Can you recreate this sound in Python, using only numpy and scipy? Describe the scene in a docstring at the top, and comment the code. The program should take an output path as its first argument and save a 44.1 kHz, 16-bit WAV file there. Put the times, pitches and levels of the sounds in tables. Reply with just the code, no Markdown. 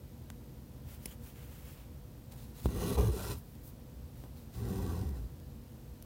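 """Embroidery floss drawn in two pulls through cotton stretched in a hoop, heard from very close.
Its twist thrums the cloth like a slack drum, while its fibres rasp and hiss in the hole.
Ahead of the pulls, a needle pricks the cloth, scrapes through and pops its eye past the weave.
Fingers grip and shuffle in between, over a bed of low room rumble, microphone hiss and mains sizzle."""
import sys
import numpy as np
from scipy import signal
from scipy.fft import rfft, irfft, next_fast_len
from scipy.io import wavfile
from scipy.ndimage import uniform_filter1d, map_coordinates

SR = 44100
rng = np.random.default_rng(int(sys.argv[2]) if len(sys.argv) > 2 else 0)


def waveform_to_disk(signal):
    """Save audio, clipped to [-1, 1], as 16-bit WAV at the path in sys.argv[1]."""
    frames = np.transpose(np.atleast_2d(signal))
    scaled = np.clip(frames, -1, 1) * 32767
    samples = np.round(scaled).astype(np.int16)
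    wavfile.write(sys.argv[1], SR, samples)


N = 266972
TIME = np.arange(N) / SR

# drum modes of the stretched cloth: f/Hz, level/dB, t60/s
CLOTH_MODES = [(61.8, 10, 0.12), (86, -2, 0.11), (111, 4.5, 0.12), (179.3, -2, 0.24), (236, -8, 0.22),
               (274, -19, 0.11)]


def floss():
    """Two pulls: the first runs doubled, jerks tight and trails off single; the second is one stroke."""
    # hand strokes by name: start/s, end/s, attack/s, release/s, ease in/dB, ease out/dB,
    # thrum/dB, rasp/dB, hiss/dB, evenness of the tugs/0-1
    strokes = { "doubled": (2.69, 2.965, .145, .003, 10.5, 8, -37.5, -37, -46.8, .15),
               "jerk": (2.975, 3.098, .012, .125, 3.5, 7, -29.5, -35.8, -46.1, .6),
               "single": (3.122, 3.375, .1, .045, 3.5, 13, -41.5, -45.2, -48.2, .15),
               "second": (4.556, 5.25, .14, .31, 8.5, 16, -35.2, -46.7, -56, .55), }
    # rasp resonances of floss and cloth, set by the free length of floss: f/Hz, width/Hz, level/dB
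    doubled_rasp = [(190, 50, 0), (240, 40, -1), (345, 50, -2), (395, 55, 1), (470, 50, -6),
                    (620, 110, -15.5), (755, 35, -13), (890, 120, -16.5), (1105, 120, -15),
                    (1350, 70, -17.5), (1475, 130, -20.5), (1920, 150, -23)]
    jerk_rasp = [(345, 60, -2), (420, 80, -2), (505, 60, -4), (630, 90, -12), (810, 90, -11),
                 (930, 120, -15.5), (1160, 130, -13.5), (1450, 300, -25.5), (1920, 120, -27)]
    single_rasp = [(335, 45, -4), (400, 55, -1), (540, 110, -7), (720, 80, -14), (955, 110, -11.5),
                   (1120, 110, -14), (1335, 90, -10.5), (1470, 90, -16), (1680, 70, -20), (1910, 110, -20)]
    second_rasp = [(350, 45, -3), (405, 70, 2.5), (480, 55, .5), (630, 110, -12.5), (756, 26, -6.5),
                   (810, 28, -7.5), (865, 30, -11.5), (958, 32, -12), (1042, 30, -11.5), (1123, 90, -12),
                   (1390, 80, -15), (1500, 120, -15), (1880, 220, -20.5)]
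    # resonances that colour the hiss: f/Hz, width/Hz, level/dB
    doubled_hiss = [(2440, 270, 1), (2790, 290, 1), (3400, 220, 1.5), (4000, 230, 4), (5260, 600, -5),
                    (6300, 590, .5), (8900, 600, -1), (10200, 850, 1), (12000, 1100, -3),
                    (14600, 1200, -2.5)]
    single_hiss = [(2550, 470, -1), (3430, 150, -0.5), (4050, 250, 4), (5200, 950, -1.5), (7160, 230, 1),
                   (8240, 300, 1), (8950, 450, 2), (10250, 790, -1), (13300, 500, 0), (14700, 1000, -6)]
    second_hiss = [(2600, 300, .5), (3480, 260, 1.5), (4030, 260, 4.5), (4850, 150, 3), (5380, 220, 3),
                   (6110, 220, 3.5), (7230, 220, 4.5), (8830, 380, 4), (9850, 340, 0), (13700, 600, 2.5),
                   (14800, 700, -2)]
    doubled = pull(strokes["doubled"], doubled_rasp, doubled_hiss, tilt_db=-11, twist_db=1.3, ring_db=0)
    jerk = pull(strokes["jerk"], jerk_rasp, doubled_hiss, tilt_db=-20, twist_db=2.2, ring_db=0) + buzz()
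    single = pull(strokes["single"], single_rasp, single_hiss, tilt_db=-22, twist_db=1, ring_db=-1.5)
    second = pull(strokes["second"], second_rasp, second_hiss, tilt_db=-1.5, twist_db=2, ring_db=-2.5)
    return hollow(doubled + jerk + single + second)


def pull(stroke, rasp_peaks, hiss_peaks, tilt_db, twist_db, ring_db):
    """Each twist tugs at the cloth and presses the fibres harder against the weave."""
    # floss speed through the hole in each pull: t/s, rate/(twists per s)
    first_speed = [(2.70, 62), (2.85, 102), (2.94, 93), (2.99, 66), (3.04, 122), (3.08, 100), (3.13, 52),
                   (3.2, 108), (3.38, 85)]
    second_speed = [(4.56, 61), (4.63, 118), (4.72, 96), (4.87, 93), (4.95, 82), (5.03, 105), (5.08, 70),
                    (5.17, 57)]
    # thick spots in the floss that drag harder: t/s, boost/dB
    slubs = [(3.318, 2), (5.172, 6)]
    *gesture, thrum_db, rasp_db, hiss_db, evenness = stroke
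    sliding, effort_db = effort(*gesture)
    slub_db = sum(db * swell(s, rise=.017, fall=.017) for s, db in slubs)
    twist_hz = np.interp(TIME, *np.transpose(first_speed + second_speed))
    turns = np.cumsum(twist_hz * np.exp(.0506 * drift(70))) / SR
    pressure = from_db(twist_db * np.cos(2 * np.pi * turns) + .77 * drift(60))
    # a gentler pull tugs more evenly, with a rounder tone
    even = np.clip(evenness * from_db(-.35 * effort_db), 0, .95)
    drum = thrum(turns, pressure, even, tilt_db + .9 * effort_db)
    body = from_db(thrum_db + .24 * effort_db) * drum
    grit = from_db(rasp_db + 1.05 * effort_db + .6 * slub_db) * rasp(pressure, rasp_peaks)
    air = from_db(hiss_db + effort_db + slub_db) * hiss(pressure, hiss_peaks, ring_db)
    return sliding * (body + snag() * (grit + air))


def effort(start, end, attack, release, ease_in_db, ease_out_db, edge_s=.02):
    """The hand leans in, holds and eases off: when the floss slides (0-1), and how hard (dB)."""
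    sliding = np.clip(1 + np.minimum(TIME - start, end - TIME) / edge_s, 0, 1)
    easing_in = np.clip(1 - (TIME - start) / attack, 0, 1)
    easing_out = np.clip(1 - (end - TIME) / release, 0, 1)
    return sliding, -ease_in_db * easing_in - ease_out_db * easing_out


def thrum(turns, pressure, even, tilt_db):
    """Even tugs make the cloth drone at the twist rate; uneven ones shake all its modes."""
    drone = steady(ring(harmonics(turns, tilt_db, count=4), CLOTH_MODES), seconds=.045)
    shake = ring(pressure * slips(per_s=3500, spread_db=2), CLOTH_MODES)
    shake = signal.sosfilt(signal.butter(3, 330, fs=SR, output="sos"), shake)
    return np.sqrt(even) * drone + np.sqrt(1 - even) * steady(shake, seconds=.017)


def rasp(pressure, peaks):
    """Coarse slips ring the floss and cloth."""
    grains = pressure * slips(per_s=2700, spread_db=2)
    return steady(rolling_resonances(grains, peaks), seconds=.08)


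def hiss(pressure, peaks, ring_db):
    """Fine slips make a broad hiss with a resonant layer on top."""
    # spectrum of the sliding fibres: f/Hz, density/dB
    spectrum = [(900, -30), (1700, -14), (2250, -7), (2600, 0), (4500, 0), (7500, -2), (11500, -1),
                (14800, 1), (16000, -6)]
    fine = pressure * slips(per_s=9000, spread_db=3.3)
    spiky = pressure * slips(per_s=6400, spread_db=6)
    return rms_one(colour(fine, spectrum) + from_db(ring_db) * rolling_resonances(spiky, peaks))


def rolling_resonances(x, peaks, waver_db=1.6, stray_share=.008, per_s=14):
    """As the floss rolls in the hole, its resonances waver one by one and stray in pitch together."""
    wavering = sum(resonate(x, [peak]) * from_db(waver_db * drift(20)) for peak in peaks)
    position = np.arange(N) + np.cumsum(stray_share * drift(per_s))
    return rms_one(map_coordinates(wavering, [position], order=3, mode="mirror"))


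def snag(at_s=2.969, width_s=.004, depth_db=-7):
    """The floss catches for an instant and its friction ducks."""
    return from_db(depth_db * swell(at_s, width_s, width_s))


def buzz(jitter=.05, rough_db=2.5, sag_octaves_per_s=3.5):
    """Jerked tight, the floss is bowed by the weave in rough bursts that sag as the tension gives."""
    # stick-slip bursts: t/s, rise/s, fall/s, f/Hz, level/dB
    bursts = [(2.986, .011, .027, 445, -30.3), (3.046, .018, .014, 450, -36.5), (3.1, .015, .016, 350, -40),
              (3.146, .01, .03, 410, -39.5)]
    out = 0
    for s, rise, fall, hz, db in bursts:
        sag = 2 ** np.clip(sag_octaves_per_s * (s - TIME), -1, 1)
        cycles = np.cumsum(hz * sag * np.exp(jitter * drift(220))) / SR
        tone = harmonics(cycles, tilt_db=-19, count=3) * from_db(rough_db * drift(170))
        out += from_db(db) * swell(s, rise, fall) * rms_one(tone)
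    return out


def hollow(x):
    """Notch out the pitches at which the stretched cloth radiates poorly."""
    # dead spots of the cloth: f/Hz, width/Hz, depth/dB
    nulls = [(302, 28, -6.5), (560, 50, -3), (1272, 110, -14), (1750, 110, -5), (2200, 170, -2.5),
             (4580, 250, -2), (6950, 200, -3), (9350, 200, -2.5), (10950, 300, -3)]
    for hz, width, db in nulls:
        band = signal.lfilter(*signal.iirpeak(hz, hz / width, fs=SR), x)
        x = x - (1 - from_db(db)) * band
    return x


def needle_slide():
    """The shaft rubs through the weave in short pushes: a midrange scrape under a bright hiss."""
    # pushes: t/s, rise/s, fall/s, scrape/dB, hiss/dB
    pushes = [(.928, .062, .045, -63.3, -55), (1.085, .075, .025, -64, -54.5),
              (1.118, .016, .03, -65, -55.5), (1.272, .055, .055, -64.5, -55.7),
              (1.395, .05, .1, -63, -57.3), (1.54, .06, .1, -64, -57.3), (1.70, .09, .07, -64.3, -56.2),
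              (1.8, .06, .06, -64.7, -62)]
    # spectra of steel on cotton: f/Hz, density/dB
    scrape_colour = [(400, -6), (900, 2.5), (1600, 1), (2400, 1), (3100, 1), (3900, -6), (7000, -24)]
    hiss_colour = [(2500, -16), (4200, -7), (8000, -5.5), (11500, -4), (14000, -0.5), (16000, 1.5)]
    return rub(pushes, scrape_colour, hiss_colour)


def snaps(tick_db=7):
    """A thread slips off the steel: a tick and crack, a thump in the cloth, a ping of the needle."""
    # snaps past threads: t/s, crack/dB, t60/s, thump/dB, ping/dB
    hits = [(0.302, -43, 0.009, -82, -75), (1.0571, -39, 0.006, -72, -47), (1.0586, -34.3, .014, -66, -47),
            (2.6578, -43.5, .008, -62, -64), (6.025, -46, .009, -76, -62)]
    # spectrum of the crack: f/Hz, density/dB
    crack_colour = [(300, -12), (1200, -3), (2500, 0), (4500, -3), (7000, 1.5), (9500, 3.5), (12000, 4.5),
                    (14800, 4.5), (16000, -2)]
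    # modes of the needle: f/Hz, level/dB, t60/s
    needle_modes = [(2350, 1, .007), (2990, 0, 0.013), (5250, 4, 0.016), (5970, -5, 0.012),
                    (9570, 5, 0.013), (10450, 12, 0.018), (11500, 4, .012)]
    burst, tick, thump, ping = np.zeros((4, N))
    for s, crack_db, t60, thump_db, ping_db in hits:
        at = round(s * SR)
        burst[at:] += from_db(crack_db - 60 * np.minimum(TIME[:N - at] / t60, 10))
        tick[at], thump[at], ping[at] = from_db([crack_db + tick_db, thump_db, ping_db])
    crack = colour(tick + burst * rng.standard_normal(N), crack_colour)
    return crack + ring(thump, CLOTH_MODES) + ring(ping, needle_modes)


def taps():
    """The needle's tip, later a fingertip, taps a short dry ring out of the taut cloth."""
    # contacts: t/s, level/dB
    hits = [(.3024, -48), (4.239, -58)]
    # modes of the tapped cloth: f/Hz, level/dB, t60/s
    modes = [(580, 1, .012), (830, -1, .014), (1100, 0, .012), (1500, 1.5, .014), (1900, -4, .014),
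             (2850, -8, .01), (3250, -8, .012)]
    force = np.zeros(N)
    for s, db in hits:
        force[round(s * SR)] = from_db(db)
    return ring(force, modes)


def bumps(knock_db=35, ring_db=-5.5):
    """Soft pushes thump the cloth; quick ones also knock and ring its higher modes."""
    # tip and eye break through, the floss jerks, a finger lands: t/s, push/dB, contact/s
    pushes = [(1.0586, -51, .0008), (2.6399, -32.5, 0.0083), (2.6577, -31.8, 0.00084), (2.758, -36, .007),
              (2.9748, -36.5, 0.004), (2.990, -35.5, .004), (3.068, -34.5, .006), (3.098, -35.5, .006),
              (3.298, -44, .007), (4.2383, -54, .0009)]
    # higher modes of the cloth: f/Hz, level/dB, t60/s
    high_modes = [(335, 2, .11), (395, -3, .1), (490, -5, .06), (756, -10, .05), (945, -7, .04),
                  (1116, -11, .04)]
    force = np.zeros(N)
    for s, push_db, contact in pushes:
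        push = np.maximum(1 - np.abs(2 * (TIME - s) / contact - 1), 0)
        force += from_db(push_db) * push / push.sum()
    knock = resonate(force, [(230, 110, 3), (359, 180, 0), (900, 850, -4.5), (3200, 4400, -10)])
    thump = ring(force, CLOTH_MODES)
    return thump + from_db(knock_db) * knock + from_db(ring_db) * ring(force, high_modes)


def creaks():
    """The shaft creaks as it slides on through the hole."""
    # creaks: t/s, rise/s, fall/s, level/dB
    bursts = [(1.083, .005, .012, -60), (1.111, .004, .004, -56), (1.121, .005, .007, -56)]
    # their resonances: f/Hz, width/Hz, level/dB
    peaks = [(1750, 700, -11), (2400, 400, -8), (3130, 300, 3), (7300, 1200, -9)]
    return crackle(bursts, peaks, per_s=900)


def rip():
    """Fibres tear crisply as the eye bursts through."""
    # the tear: t/s, rise/s, fall/s, level/dB
    bursts = [(2.658, .0015, .009, -50)]
    # its resonances: f/Hz, width/Hz, level/dB
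    peaks = [(1550, 400, -1), (2500, 700, -2), (3300, 500, -2), (4100, 500, 2)]
    return crackle(bursts, peaks, per_s=2500)


def catches(rise_s=.001, fall_s=.0022):
    """Single fibres catch in the weave and let go with a tick."""
    # catches: t/s, level/dB
    ticks = [(2.3224, -55), (2.838, -45), (3.553, -59), (4.653, -55), (4.865, -52), (4.9925, -55),
             (5.013, -55.5), (5.0914, -53), (5.4004, -60.5), (5.7215, -62)]
    # their spectrum: f/Hz, density/dB
    spectrum = [(1200, -10), (2800, 1), (5000, 0), (9000, 0), (15000, -5)]
    return rub([(s, rise_s, fall_s, db) for s, db in ticks], spectrum)


def handling():
    """Fingers grip needle and floss and shuffle dully on the cloth; slack floss brushes over it."""
    # light rubs: t/s, rise/s, fall/s, level/dB
    grips = [(2.322, .008, .025, -55.5), (2.375, .03, .13, -58), (2.592, .045, .03, -53),
             (2.648, .03, .035, -49), (4.21, .06, .07, -62.5), (4.38, .025, .06, -61),
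             (4.555, .032, .07, -56)]
    shuffles = [(2.35, .03, .04, -64), (4.25, .025, .025, -63)]
    brushes = [(3.38, .015, .025, -55), (3.52, .15, .1, -66), (3.68, .052, .028, -52.8)]
    # their spectra: f/Hz, density/dB
    grip_colour = [(900, 0), (1600, -4.5), (3000, -5.5), (4000, -2), (5500, -6), (9000, -5), (12500, -4),
                   (16000, 0)]
    shuffle_colour = [(300, -12), (600, -6), (900, 0), (1100, -4), (1400, -14), (3000, -26), (6000, -44)]
    brush_colour = [(1500, -28), (4500, -11), (8000, -11), (11500, -4.5), (14500, 0), (16000, 0)]
    return rub(grips, grip_colour) + rub(shuffles, shuffle_colour) + rub(brushes, brush_colour)


def room_tone(rumble_db=-48.5, hiss_db=-65.9):
    """Steady rumble in a few room modes, with the microphone's faint hiss above it."""
    # room modes: f/Hz, width/Hz, level/dB
    modes = [(69, 37, -4), (130.5, 42, -5), (229.3, 31, -3), (486.4, 20.4, -1.5), (810, 60, -11),
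             (960, 100, -7)]
    # spectra of room and microphone noise: f/Hz, density/dB
    rumble_colour = [(15, -55), (25, -31), (39, -2), (70, -3), (128, -4), (188, -11), (226, -9),
                     (326, -15.5), (391, -20), (445, -22), (479, -18), (642, -25.5), (2000, -40),
                     (2600, -77), (4400, -120)]
    mic_colour = [(1200, -11), (2400, -4), (4300, -4.8), (7000, -7.5), (11000, -7.6), (13000, -5),
                  (15000, -4), (16000, -8)]
    air, circuit = rng.standard_normal((2, N))
    rumble = rms_one(colour(air + resonate(air, modes), rumble_colour))
    return from_db(rumble_db) * rumble + from_db(hiss_db) * colour(circuit, mic_colour)


def sizzle(mains_hz=50):
    """A thin, very high electrical hiss flares twice in every mains cycle."""
    # flares: t in the cycle/s, half length/s, level/dB
    flares = [(.0012, .00105, -65.5), (.0184, .00078, -64)]
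    # their spectrum: f/Hz, density/dB
    spectrum = [(6000, -22), (10500, -16), (12500, -2), (14000, 0), (15200, 0), (16000, -6)]
    level = 0
    for s, half, db in flares:
        offset_s = (((TIME - s) * mains_hz + .5) % 1 - .5) / mains_hz
        level += from_db(db) * np.exp(-(offset_s / half) ** 2)
    return level * colour(rng.standard_normal(N), spectrum)


def rub(strokes, *spectra):
    """Light sliding on cotton: swells of fine grains, one spectrum for each level column."""
    power = sum(np.outer(from_db(dbs), swell(s, rise, fall)) ** 2 for s, rise, fall, *dbs in strokes)
    levels = np.sqrt(power) * from_db(drift(70))
    textures = [colour(slips(per_s=12000, spread_db=4), spectrum) for spectrum in spectra]
    return sum(level * texture for level, texture in zip(levels, textures))


def crackle(bursts, peaks, per_s):
    """Short runs of coarse slips ring a few resonances."""
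    level = sum(from_db(db) * swell(s, rise, fall) for s, rise, fall, db in bursts)
    return level * steady(resonate(slips(per_s, spread_db=3), peaks), seconds=.012)


def slips(per_s, spread_db):
    """Fibres catch and let go at random: tiny clicks of uneven size."""
    sizes = from_db(spread_db * np.minimum(rng.exponential(1, N), 4))
    return rms_one(sizes * rng.choice([-1, 1], N) * (rng.random(N) < per_s / SR))


def harmonics(cycles, tilt_db, count):
    """A harmonic tone whose partials slope by tilt_db per octave."""
    return sum(from_db(tilt_db * np.log2(k)) * np.sin(2 * np.pi * k * cycles)
               for k in range(1, count + 1))


def ring(force, modes):
    """A force sets decaying modes ringing: f/Hz, level/dB, t60/s."""
    out = 0
    for hz, db, t60 in modes:
        radius, angle = np.exp(-np.log(1000) / (t60 * SR)), 2 * np.pi * hz / SR
        feedback = [1, -2 * radius * np.cos(angle), radius * radius]
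        out += from_db(db) * signal.lfilter([.5, 0, -.5], feedback, force + 1e-18)
    return out


def resonate(x, peaks):
    """Parallel resonances with steep skirts: f/Hz, width/Hz, level/dB."""
    out = 0
    for hz, width, db in peaks:
        edges = np.clip([hz - width / 2, hz + width / 2], 10, .45 * SR)
        out += from_db(db) * signal.sosfilt(signal.butter(2, edges, "band", fs=SR, output="sos"), x)
    return out


def colour(x, spectrum):
    """Minimum-phase EQ with unit power gain, following a curve: f/Hz, density/dB."""
    size = 2 * next_fast_len(N)
    hz, db = np.transpose(spectrum)
    bins = np.maximum(np.arange(size // 2 + 1) * SR / size, 1)
    gain = rms_one(from_db(np.interp(np.log(bins), np.log(hz), db)))
    cepstrum = irfft(np.log(gain))
    cepstrum[1:size // 2] *= 2   # folded forward, so nothing rings ahead of a click
    cepstrum[size // 2 + 1:] = 0
    return irfft(rfft(x, size) * np.exp(rfft(cepstrum)))[:N]


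def steady(x, seconds):
    """Ride the slow level flat, so that an envelope alone sets it."""
    size = max(int(seconds * SR), 2)
    return x / np.sqrt(uniform_filter1d(uniform_filter1d(x * x, size), size) + 1e-12)


def swell(s, rise, fall):
    """A rounded rise to a peak at time s, and a rounded fall."""
    return np.exp(-((TIME - s) / np.where(TIME < s, rise, fall)) ** 2)


def drift(per_s):
    """Random wander at unit rms, gliding to per_s new values a second."""
    knots = rng.standard_normal(N // 8)
    return rms_one(np.interp(TIME * per_s, np.arange(len(knots)), knots))


def rms_one(x):
    """Scale to unit rms."""
    return x / np.sqrt(np.mean(x ** 2) + 1e-20)


def from_db(db):
    """Decibels to gain."""
    return 10 ** (np.asarray(db) / 20)


def scene():
    """Floss, needle and fingers close to one microphone, over the room tone."""
    needle = needle_slide() + snaps() + taps() + bumps()
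    fibres = creaks() + rip() + catches()
    return (needle + fibres + handling() + floss() + room_tone() + sizzle())[None]


def record(dry, low_cut_hz=42, high_cut_hz=15900):
    """The microphone drops the deepest bass; the top is cut steeply."""
    thin = signal.sosfilt(signal.butter(6, low_cut_hz, "high", fs=SR, output="sos"), dry)
    return signal.sosfilt(signal.ellip(12, .1, 80, high_cut_hz, fs=SR, output="sos"), thin)


dry = scene()
out = record(dry)
waveform_to_disk(out)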